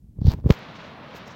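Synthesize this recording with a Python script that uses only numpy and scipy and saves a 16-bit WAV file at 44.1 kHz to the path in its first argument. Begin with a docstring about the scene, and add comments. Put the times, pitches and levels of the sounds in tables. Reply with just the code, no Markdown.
"""Outdoors, a finger covers the microphone port (its small opening) on a hand-held camera.
First the finger shifts, pushing the air in the port into muffled thumps and tapping the case.
It rumbles, rubs and ticks across the case, then comes off with a sharp knock at about half a second.
After that the open port hears a steady wash of distant traffic and breeze, with a few light
brushes of the hand."""
import sys
import numpy as np
from scipy import signal
from scipy.fft import rfft, irfft, next_fast_len
from scipy.io import wavfile
from scipy.ndimage import uniform_filter1d

SR = 44100
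rng = np.random.default_rng(int(sys.argv[2]) if len(sys.argv) > 2 else 0)


def dump_mix(stems):
    """Bounce the given channels to the path in sys.argv[1] as a 16-bit WAV at rate SR."""
    frames = np.atleast_2d(stems).T  # one column per channel
    limited = np.clip(frames, -1, 1)  # hard clip at full scale
    pcm = np.round(limited * 32767).astype(np.int16)
    wavfile.write(sys.argv[1], SR, pcm)


N = 59535
T = np.arange(N) / SR


def from_db(db):
    """Turn decibels into a number to multiply by."""
    return 10 ** (np.asarray(db) / 20)


def unit_power(x):
    """Scale a sound to an average power of one."""
    return x / np.sqrt(np.mean(x ** 2) + 1e-20)


def loudness(curve):
    """Join (time_s, level_db) points into a volume curve, silent before the first."""
    times, db = np.transpose(curve)
    return from_db(np.interp(T, times, db, left=-200))


def shape_tone(x, tone):
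    """Turn lows and highs up or down, following (pitch_hz, gain_db) points."""
    size = 2 * next_fast_len(N)
    hz, db = np.transpose(tone)
    grid_hz = np.maximum(np.arange(size // 2 + 1) * SR / size, 1)
    gain = from_db(np.interp(np.log(grid_hz), np.log(hz), db))
    # minimum phase: the filter rings after a click, never before it
    cepstrum = irfft(np.log(gain), size)
    cepstrum[1:size // 2] *= 2
    cepstrum[size // 2 + 1:] = 0
    return irfft(rfft(x, size) * np.exp(rfft(cepstrum)), size)[:N]


def noise(tone):
    """Smooth noise with the given tone."""
    return unit_power(shape_tone(rng.standard_normal(N), tone))


def friction(tone, slips_per_s=1500, spread_db=4, hiss_gain=0.45):
    """Skin grips and lets go: tiny random slips of uneven size over a smooth hiss."""
    sizes = from_db(spread_db * np.minimum(rng.exponential(1, N), 4)) * rng.choice([-1, 1], N)
    slips = unit_power(sizes * (rng.random(N) < slips_per_s / SR))
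    return unit_power(shape_tone(slips + hiss_gain * rng.standard_normal(N), tone))


def clicks(rows):
    """One bare click for each (start_s, level_db) row."""
    out = np.zeros(N)
    for start_s, db in rows:
        out[int(start_s * SR)] += from_db(db)
    return out


def swells(rows):
    """A volume curve that rises and falls once for each row."""
    return sum(from_db(db) * np.exp(-((T - peak_s) / half_width_s) ** 2)
               for peak_s, half_width_s, db in rows)


# tone of the low traffic wash and of the airy breeze: pitch_hz, gain_db
TRAFFIC_TONE = [(20, -40.5), (48, -12.5), (90, -7.5), (145, 2), (240, -3), (370, -9.5), (540, -5),
                (750, -8.5), (1000, -7.5), (1500, -12.5), (2500, -19), (4000, -24), (6000, -40.5),
                (8500, -70), (16000, -70)]
BREEZE_TONE = [(400, -3.5), (1400, 3), (2600, 2), (4000, -3), (5500, -13), (7000, -22), (8700, -41.5),
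               (16000, -57)]
# how the breeze rises and falls: time_s, level_db
BREEZE_LEVELS = [(.5, -43), (.57, -47.5), (.66, -48.5), (.735, -50), (.785, -47.5), (.85, -48.5),
                 (.98, -59), (1.06, -55.5), (1.16, -48), (1.23, -51), (1.35, -50)]


def open_air(open_s=.508, rise_s=0.0035, traffic_db=-42.5, flutter_db=1.4):
    """Distant traffic and a fluttering breeze, heard once the port is uncovered."""
    opening = .5 + .5 * np.tanh((T - open_s) / rise_s)
    flutter = unit_power(uniform_filter1d(rng.standard_normal(N), size=900))
    breeze = loudness(BREEZE_LEVELS) * from_db(flutter_db * flutter) * noise(BREEZE_TONE)
    traffic = from_db(traffic_db) * noise(TRAFFIC_TONE)
    return opening * (traffic + breeze)


# light brushes of the hand, and softer rustles: peak_s, half_width_s, level_db
HAND_BRUSHES = [(0.532, 0.035, -51), (.593, .004, -53), (1.168, 0.019, -48), (1.28, .005, -53.5)]
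SOFT_RUSTLES = [(.765, 0.012, -59), (.865, 0.023, -68), (1.275, 0.017, -58), (1.315, 0.016, -57)]
# the tone of each: pitch_hz, gain_db
BRUSH_TONE = [(200, 5), (1800, 3), (4500, 2), (7000, -3), (9800, -24), (12500, -6.5), (16000, -8)]
RUSTLE_TONE = [(1000, -30), (4000, -9), (5500, 2), (6800, -3.5), (8800, -29), (13500, -28), (16000, -21)]


def hand_brushes():
    """Skin grazes the case in short grainy brushes and soft hissy rustles."""
    return swells(HAND_BRUSHES) * friction(BRUSH_TONE) + swells(SOFT_RUSTLES) * noise(RUSTLE_TONE)


# the fingertip meets the case: start_s, level_db
FINGER_TAPS = [(.186, -39.5), (0.2158, -32), (0.2457, -32.5), (0.2676, -23.5), (0.3404, -34), (.387, -39),
               (.4415, -33), (0.4593, -27), (0.468, -25), (.494, -19.5), (0.5013, -10), (1.146, -35)]
# the notes the case rings at: pitch_hz, level_db, fade_s (time to fall by 60 dB)
CASE_NOTES = [(442.8, -0.5, 0.032), (545, -5.5, 0.021), (805, -6, 0.014), (1073, -6.5, 0.022)]


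def case_taps(skin_cutoff_hz=725):
    """Each tap rings the case; soft skin dulls the ring and the hand stops it quickly."""
    t = T[:SR // 10]
    ring = sum(from_db(db - 60 * t / fade_s) * np.sin(2 * np.pi * hz * t)
               for hz, db, fade_s in CASE_NOTES)
    dull_ring = signal.sosfilt(signal.butter(4, skin_cutoff_hz, fs=SR, output="sos"), ring)
    return signal.fftconvolve(clicks(FINGER_TAPS), dull_ring)[:N]


# how loud the pressing finger rumbles: time_s, level_db
RUMBLE_LEVELS = [(0, -52.5), (.05, -49), (.15, -50.5), (.2, -39), (.27, -27.5), (.32, -27.5), (.37, -35),
                 (.42, -40), (.47, -29), (.51, -22), (.535, -57), (.58, -98)]
# its deep tone: pitch_hz, gain_db
RUMBLE_TONE = [(20, -7.5), (50, 6), (150, 1), (280, -10), (450, -25), (900, -37), (2000, -62),
               (6000, -73.5)]


def finger_rumble():
    """The finger pressing on the port makes a low rumble."""
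    return loudness(RUMBLE_LEVELS) * noise(RUMBLE_TONE)


# how loud the thin slide and the coarse rub are: time_s, level_db
SLIDE_LEVELS = [(.19, -98), (.215, -70.5), (.24, -60), (.268, -47), (.285, -45.5), (.305, -42),
                (.335, -57.5), (.347, -74), (.38, -83), (.42, -98)]
RUB_LEVELS = [(.16, -75.5), (.21, -68.5), (.24, -63.5), (.27, -43), (.288, -42), (.303, -36.5),
              (.338, -37.5), (.348, -55.5), (.405, -59.5), (.425, -70.5), (.46, -49.5), (.49, -44),
              (.51, -32.5), (.535, -46), (.57, -71)]
# the tone of each: pitch_hz, gain_db
SLIDE_TONE = [(500, -3.5), (2400, -20), (3600, -1), (4700, 0.5), (6200, -13), (8000, -33), (9800, -46),
              (12500, -25), (16000, -22)]
RUB_TONE = [(100, -8.5), (330, 2), (550, -3.5), (1000, -4), (1300, -11), (4400, -22), (7000, -28.5),
            (9800, -41.5), (12500, -29.5), (16000, -28.5)]


def finger_rub():
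    """Skin slides across the case with a thin hiss and a coarse rub."""
    return loudness(SLIDE_LEVELS) * friction(SLIDE_TONE) + loudness(RUB_LEVELS) * friction(RUB_TONE)


# small snaps of skin: start_s, level_db
SKIN_TICKS = [(.2158, -35), (.2455, -36), (.2698, -16.5), (.3185, -13.5), (.4017, -44), (.4085, -47.5),
              (.4778, -40), (.4942, -22.5), (.5022, -13), (.5212, -18), (.5240, -14.5), (.5395, -19)]
# tone of the ticks and of the knock: pitch_hz, gain_db
TICK_TONE = [(100, -7.5), (500, 7), (2000, -2.5), (4500, 5), (7000, -6.5), (9500, -27), (12500, -10.5),
             (16000, -10.5)]
KNOCK_TONE = [(100, 13), (450, -8), (750, 2), (1100, 7), (1450, 1), (2200, 5), (4000, -2.5), (7000, -16),
              (9500, -44.5), (12500, -52), (16000, -35)]


def finger_snaps(knock_s=.5064, knock_db=5):
    """Skin snaps off the case in small ticks, and with one sharp knock as the finger comes free."""
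    ticks = shape_tone(clicks(SKIN_TICKS), TICK_TONE)
    knock = shape_tone(clicks([(knock_s, knock_db)]), KNOCK_TONE)
    return ticks - knock


# pushes and pulls on the air in the port: peak_s, level_db, half_width_s, direction (1 press, -1 lift)
AIR_PUSHES = [(0.043, -35, 0.0013, 1), (.094, -29.5, 0.0013, 1), (.171, -31, 0.0011, 1),
              (.1893, -17.5, 0.0014, 1), (0.2182, -9, 0.00092, 1), (0.2525, 1, 0.0017, 1),
              (0.2687, -3.5, 0.0015, -1), (.274, -13, 0.0025, 1), (0.2822, 5, 0.0017, -1),
              (0.343, -14, .0014, 1), (.383, -27, .0014, 1), (0.3916, -26.5, 0.00057, 1),
              (0.4433, -26, 0.00036, 1), (.451, -5, 0.0022, -1), (0.4612, -3, 0.00071, 1),
              (0.4649, -4, 0.002, -1), (0.4804, -22.5, .0025, -1), (0.5006, -13, 0.0012, -1),
              (.5030, 0.5, 0.0004, 1), (0.5059, 4.5, 0.0017, -1)]


def finger_thumps(bass_cutoff_hz=75, damping=1.26, leak_hz=22):
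    """The finger moves the air; the port loses deep bass, so each pulse swings back and settles."""
    pressure = sum(direction * from_db(db) / np.cosh(np.minimum(np.abs(T - peak_s) / half_width_s, 20))
                   for peak_s, db, half_width_s, direction in AIR_PUSHES)
    w = 2 * np.pi * bass_cutoff_hz
    bass_cut = signal.bilinear([1, 0, 0], [1, damping * w, w * w], SR)
    swing = signal.lfilter(*bass_cut, pressure)
    return signal.sosfilt(signal.butter(1, leak_hz, "high", fs=SR, output="sos"), swing)


def scene():
    """The finger, the hand and the open air add up at one microphone."""
    finger = finger_thumps() + case_taps() + finger_rumble() + finger_rub() + finger_snaps()
    return (finger + hand_brushes() + open_air())[None]


def record(dry, hiss_db=-78.5, treble_cutoff_hz=15850):
    """The camera adds faint hiss, flattens peaks that are too loud and cuts the highest treble."""
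    clipped = np.clip(dry + from_db(hiss_db) * rng.standard_normal(dry.shape), -1, 1)
    return signal.sosfilt(signal.ellip(10, .1, 80, treble_cutoff_hz, fs=SR, output="sos"), clipped)


dry = scene()
out = record(dry)
dump_mix(out)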